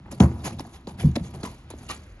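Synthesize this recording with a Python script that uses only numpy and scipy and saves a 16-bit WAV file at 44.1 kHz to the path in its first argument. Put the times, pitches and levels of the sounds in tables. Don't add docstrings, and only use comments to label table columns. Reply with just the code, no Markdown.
import sys
import numpy as np
from scipy import signal
from scipy.fft import rfft, irfft
from scipy.io import wavfile

SR = 44100
rng = np.random.default_rng(int(sys.argv[2]) if len(sys.argv) > 2 else 0)


def materialize(psi):
    bounded = np.clip(np.atleast_2d(psi).T, -1, 1)
    quanta = np.round(bounded * 32767).astype(np.int16)
    wavfile.write(sys.argv[1], SR, quanta)


N = 97020
T = np.arange(N) / SR


def amp(db):
    return 10 ** (np.asarray(db) / 20)


def rms_one(x):
    return x / np.sqrt(np.mean(x ** 2) + 1e-20)


def at_hz(points, hz, column=1):
    p = np.array(points)
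    return np.interp(np.log(np.maximum(hz, 1)), np.log(p[:, 0]), p[:, column])


def colour(x, points):
    response = amp(at_hz(points, np.fft.rfftfreq(N, 1 / SR)))
    return rms_one(irfft(rfft(x) * response, N))


def butter(x, hz, kind):
    return signal.sosfilt(signal.butter(2, hz, kind, fs=SR, output="sos"), x)


def drift(rate_hz):
    step = 40
    r = np.exp(-2 * np.pi * rate_hz * step / SR)
    draws = rng.standard_normal(N // step + 2002)
    slow = signal.lfilter([1], [1, -2 * r, r * r], draws)[2000:]
    return np.interp(np.arange(N) / step, np.arange(len(slow)), rms_one(slow))


def ring(x, hz, t60):
    r = amp(-60 / (t60 * SR))
    w = 2 * np.pi * hz / SR
    return signal.lfilter([0, np.sin(w)], [1, -2 * r * np.cos(w), r * r], x + 1e-18)


def ramp():
    # hz, level_db struck mid-panel, level_db struck at the lip, t60_s
    modes = [(74.1, -6.5, -10, 0.25), (125.2, 1, -26, 0.094), (148.6, -6, 3, 0.081),
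             (186.1, -9, -0.5, 0.14), (240, -7, -12.5, 0.095), (336.2, -15.5, -32, 0.19),
             (402, -20, -26, 0.058), (542.7, -24, -36, 0.064), (686.3, -22, -47, 0.12),
             (802, -24.5, -52, 0.17), (969, -29.5, -40, 0.23), (1228, -38, -56, 0.22)]
    # start_s, level_db, place (0 panel to 1 lip), contact_ms
    blows = [(0.2027, -6.5, 0.033, 0.46), (0.229, -7, 0.038, 1.05), (0.244, -19.5, 0.034, 2.65),
             (.262, -20, 0.47, 0.67), (1.0367, -7.5, 0.71, 1.9), (1.0502, -10, 0.74, 1.3),
             (1.0563, -4.5, 0.38, 4), (1.081, -13.5, 0.4, 1.67), (1.202, -21, 0.75, 2.5)]
    # time_s, level_db
    tremble = [(0, -46), (.1, -44.5), (.3, -27.5), (.43, -37), (.5, -29), (.62, -38.5), (.8, -57),
               (.96, -38.5), (1.0, -32), (1.45, -40), (1.62, -54), (1.8, -42), (2.2, -63)]

    tremble_level = amp(np.interp(T, *np.transpose(tremble)))
    shake = tremble_level * rng.standard_normal(N) / np.sqrt(SR / 100)
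    pushes = []
    for s, db, _, ms in blows:
        across = (T - s) * 2000 / ms - 1
        force = np.maximum(1 - across ** 2, 0) ** 2
        pushes.append(force * amp(db) * 2000 / ms / SR)

    out = np.zeros(N)
    for k, (hz, panel_db, lip_db, t60) in enumerate(modes):
        drive = shake * amp(panel_db)
        for push, (_, _, place, _) in zip(pushes, blows):
            drive = drive + push * amp(panel_db + place * (lip_db - panel_db))
        out += (-1) ** k * ring(drive, hz, t60)
    return out


def yard():
    # hz, density_db (per hertz)
    spectrum = [(20, -28), (35, 4), (75, 6.5), (130, -7.5), (240, -11), (470, -19.5), (920, -21),
                (1400, -22.5), (3000, -29), (12000, -50.5)]
    level_db, patchy_db = -46.5, 3

    noise = np.array([colour(g, spectrum) for g in rng.standard_normal((2, N))])
    edges = 20 * 2 ** np.arange(0, 10.1)
    total = 0
    for k, (low_hz, high_hz) in enumerate(zip(edges, edges[1:])):
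        band = butter(noise, [low_hz, high_hz], "band")
        total = total + band * amp(patchy_db * drift(3.5)) * (-1) ** k
    return amp(level_db) * rms_one(total)


def grains():
    # hz, density_db (per hertz)
    spectrum = [(150, 5.5), (600, -5), (1000, -2.5), (1500, -10), (2000, -6.5), (4500, -9), (5500, -19.5),
                (6600, -8), (9000, -21), (12500, -5)]
    grains_per_s, spread_db = 25000, -0.5
    ring_cycles = 30.7
    patch_db, patch_hz = 4, 30

    hits = rng.random(N) < grains_per_s / SR
    heights = amp(spread_db * np.minimum(rng.exponential(1, N), 4))
    clicks = hits * heights * rng.choice([-1, 1], N)
    pitches = np.geomspace(150, 13000, 40)
    dealt = rng.integers(0, 40, N)
    total = 0
    for k, hz in enumerate(pitches):
        level = amp(at_hz(spectrum, hz) + patch_db * drift(patch_hz))
        total = total + level * hz * ring(clicks * (dealt == k), hz, ring_cycles / hz)
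    return rms_one(total)


def grit():
    # start_s, level_db, rise_s, hold_s, t60_s, low_db (extra level of the part below 1.2 kHz)
    scuffs = [(0.056, -69, 0.0024, 0.021, 0.072, 28.5), (0.106, -41.5, 0.01, 0.0022, 0.2, 5.5),
              (0.1975, -24.5, 0.0036, 0.0062, 0.042, 14), (0.212, -42, 0.0061, 0.022, 0.12, 19),
              (0.337, -49, 0.097, 0.037, 0.16, 10.5), (0.429, -33, 0.02, 0.028, 0.13, -0.5),
              (0.585, -43, 0.0022, 0.019, 0.038, 4.5), (0.63, -64.5, 0.0046, 0.01, 0.78, 11.5),
              (0.661, -52.5, 0.085, 0.025, 0.037, 0), (0.873, -41.5, 0.0012, 0.0019, 0.2, 9),
              (0.971, -39, 0.026, 0.0049, 0.38, 1), (1.154, -29.5, 0.002, 0.0087, 0.017, 3),
              (1.223, -48, 0.019, 0.022, 0.18, 2), (1.326, -49, 0.016, 0.0087, 0.53, 8.5),
              (1.429, -39, 0.0034, 0.02, 0.29, 5), (1.7, -37, 0.0035, 0.0021, 0.073, 6),
              (1.747, -54, 0.046, 0.11, 0.65, 3.5), (1.88, -31, 0.02, 0.0093, 0.11, -4)]
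    tail_db, tail_t60_s = -23.5, 0.85
    crunch_db, crunch_hz = 2.2, 60

    both = np.array([grains(), grains()])
    low = butter(both, 1200, "low")
    high = both - low
    out = 0
    for s, db, rise, hold, t60, low_db in scuffs:
        onset = np.clip((T - s) / rise, 0, 1) ** 2
        after = np.clip(T - s - rise - hold, 0, None)
        decay = amp(-60 * after / t60) + amp(tail_db - 60 * after / tail_t60_s)
        out = out + onset * amp(db) * decay * (high + amp(low_db) * low)
    return out * amp(crunch_db * drift(crunch_hz))


def stones():
    # time_s, level_db, pitch_hz
    cracks = [(.1235, -33, 5460), (.2035, -10, 3200), (.596, -23, 5300), (0.8717, -28, 4000),
              (1.162, -22.5, 4370), (1.282, -38, 7240), (1.704, -25, 11300)]
    t60_s = 0.003
    out = 0
    for s, db, hz in cracks:
        impulse = amp(db) * (np.arange(N) == int(s * SR))
        out = out + ring(impulse, hz, t60_s)
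    return out


def thumps():
    # start_s, level_db, settled_hz, t60_s, overtone_db at the start
    hooves = [(.124, -24, 223, 0.062, 0), (0.2005, 4.5, 179.8, 0.072, -20), (0.5945, -6.5, 742, 0.011, -24),
              (.602, -14, 244, 0.022, -3.5), (.648, -30.5, 688, .04, -7), (.871, -13.5, 184, 0.033, -6.5),
              (1.0335, -16.5, 208, 0.032, -0.5), (1.167, -5.5, 231, 0.04, -4.5),
              (1.4331, -10.5, 215, 0.029, -17), (1.45, -14, 962, 0.021, -18), (1.459, -26, 965, .04, -23),
              (1.471, -23.5, 944, 0.032, -21), (1.7034, -17, 287, 0.012, -6),
              (1.736, -16.5, 251, 0.023, -4.5), (1.898, -24, 1155, 0.066, -3)]
    overtone_ratio, rise_s = 2.413, 0.0058
    fall_hz, fall_s = 458, 0.0018

    out = np.zeros(N)
    for s, db, hz, t60, over_db in hooves:
        t = np.maximum(T - s, 0)
        fall = fall_hz * fall_s * (1 - np.exp(-t / fall_s))
        low_tone = np.sin(2 * np.pi * (hz * t + fall))
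        overtone = np.sin(2 * np.pi * (overtone_ratio * hz * t + fall))
        tone = low_tone + amp(over_db - 30 * t / t60) * overtone
        out += amp(db - 60 * t / t60) * (1 - np.exp(-t / rise_s)) * tone
    return out


def scene():
    # delay_s, level_db
    reflections = [(0.022, -19.5), (0.035, -22.5)]
    echo_cut_hz = 3500
    wide_db = -9.5
    wide_band_hz = [770, 5640]

    blows = ramp() + thumps() + stones()
    noise = grit() + yard()
    near = blows + noise[0]
    echoes = []
    for s, db in reflections:
        delayed = np.concatenate([np.zeros(int(s * SR)), near])[:N]
        echoes.append(amp(db) * butter(delayed, echo_cut_hz, "low"))
    difference = amp(wide_db) * noise[1] + echoes[0] - echoes[1]
    wide = butter(difference, wide_band_hz, "band")
    return near + sum(echoes) + wide * np.array([[1], [-1]])


def record(dry):
    # hz, phase_rad between them, left_minus_right_db
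    left_right_points = [(465, 0.18, 0), (930, 0.56, 1.2), (3100, 2.06, -1), (5300, 1.16, -5.5),
                         (7300, 1.14, -0.5), (7260, 2.11, 3.5), (9140, 3.68, 0), (10940, 6.64, -0.5)]
    bass_lag_cycles = 0.5
    bass_cut_hz, treble_cut_hz = 36, 12800

    hz = np.fft.rfftfreq(N, 1 / SR) + 1
    points = [(200, 0, 0)] + left_right_points
    half = np.exp(.5j * at_hz(points, hz)) * amp(at_hz(points, hz, column=2) / 2)
    lag = np.exp(-2j * np.pi * bass_lag_cycles * np.log(np.maximum(hz, 40) / 20000))
    out = irfft(rfft(dry, axis=1) * lag * np.array([half, 1 / half]), N, axis=1)
    out = butter(butter(out, bass_cut_hz, "high"), bass_cut_hz, "high")
    return signal.sosfilt(signal.cheby2(12, 70, treble_cut_hz, fs=SR, output="sos"), out)


dry = scene()
out = record(dry)
materialize(out)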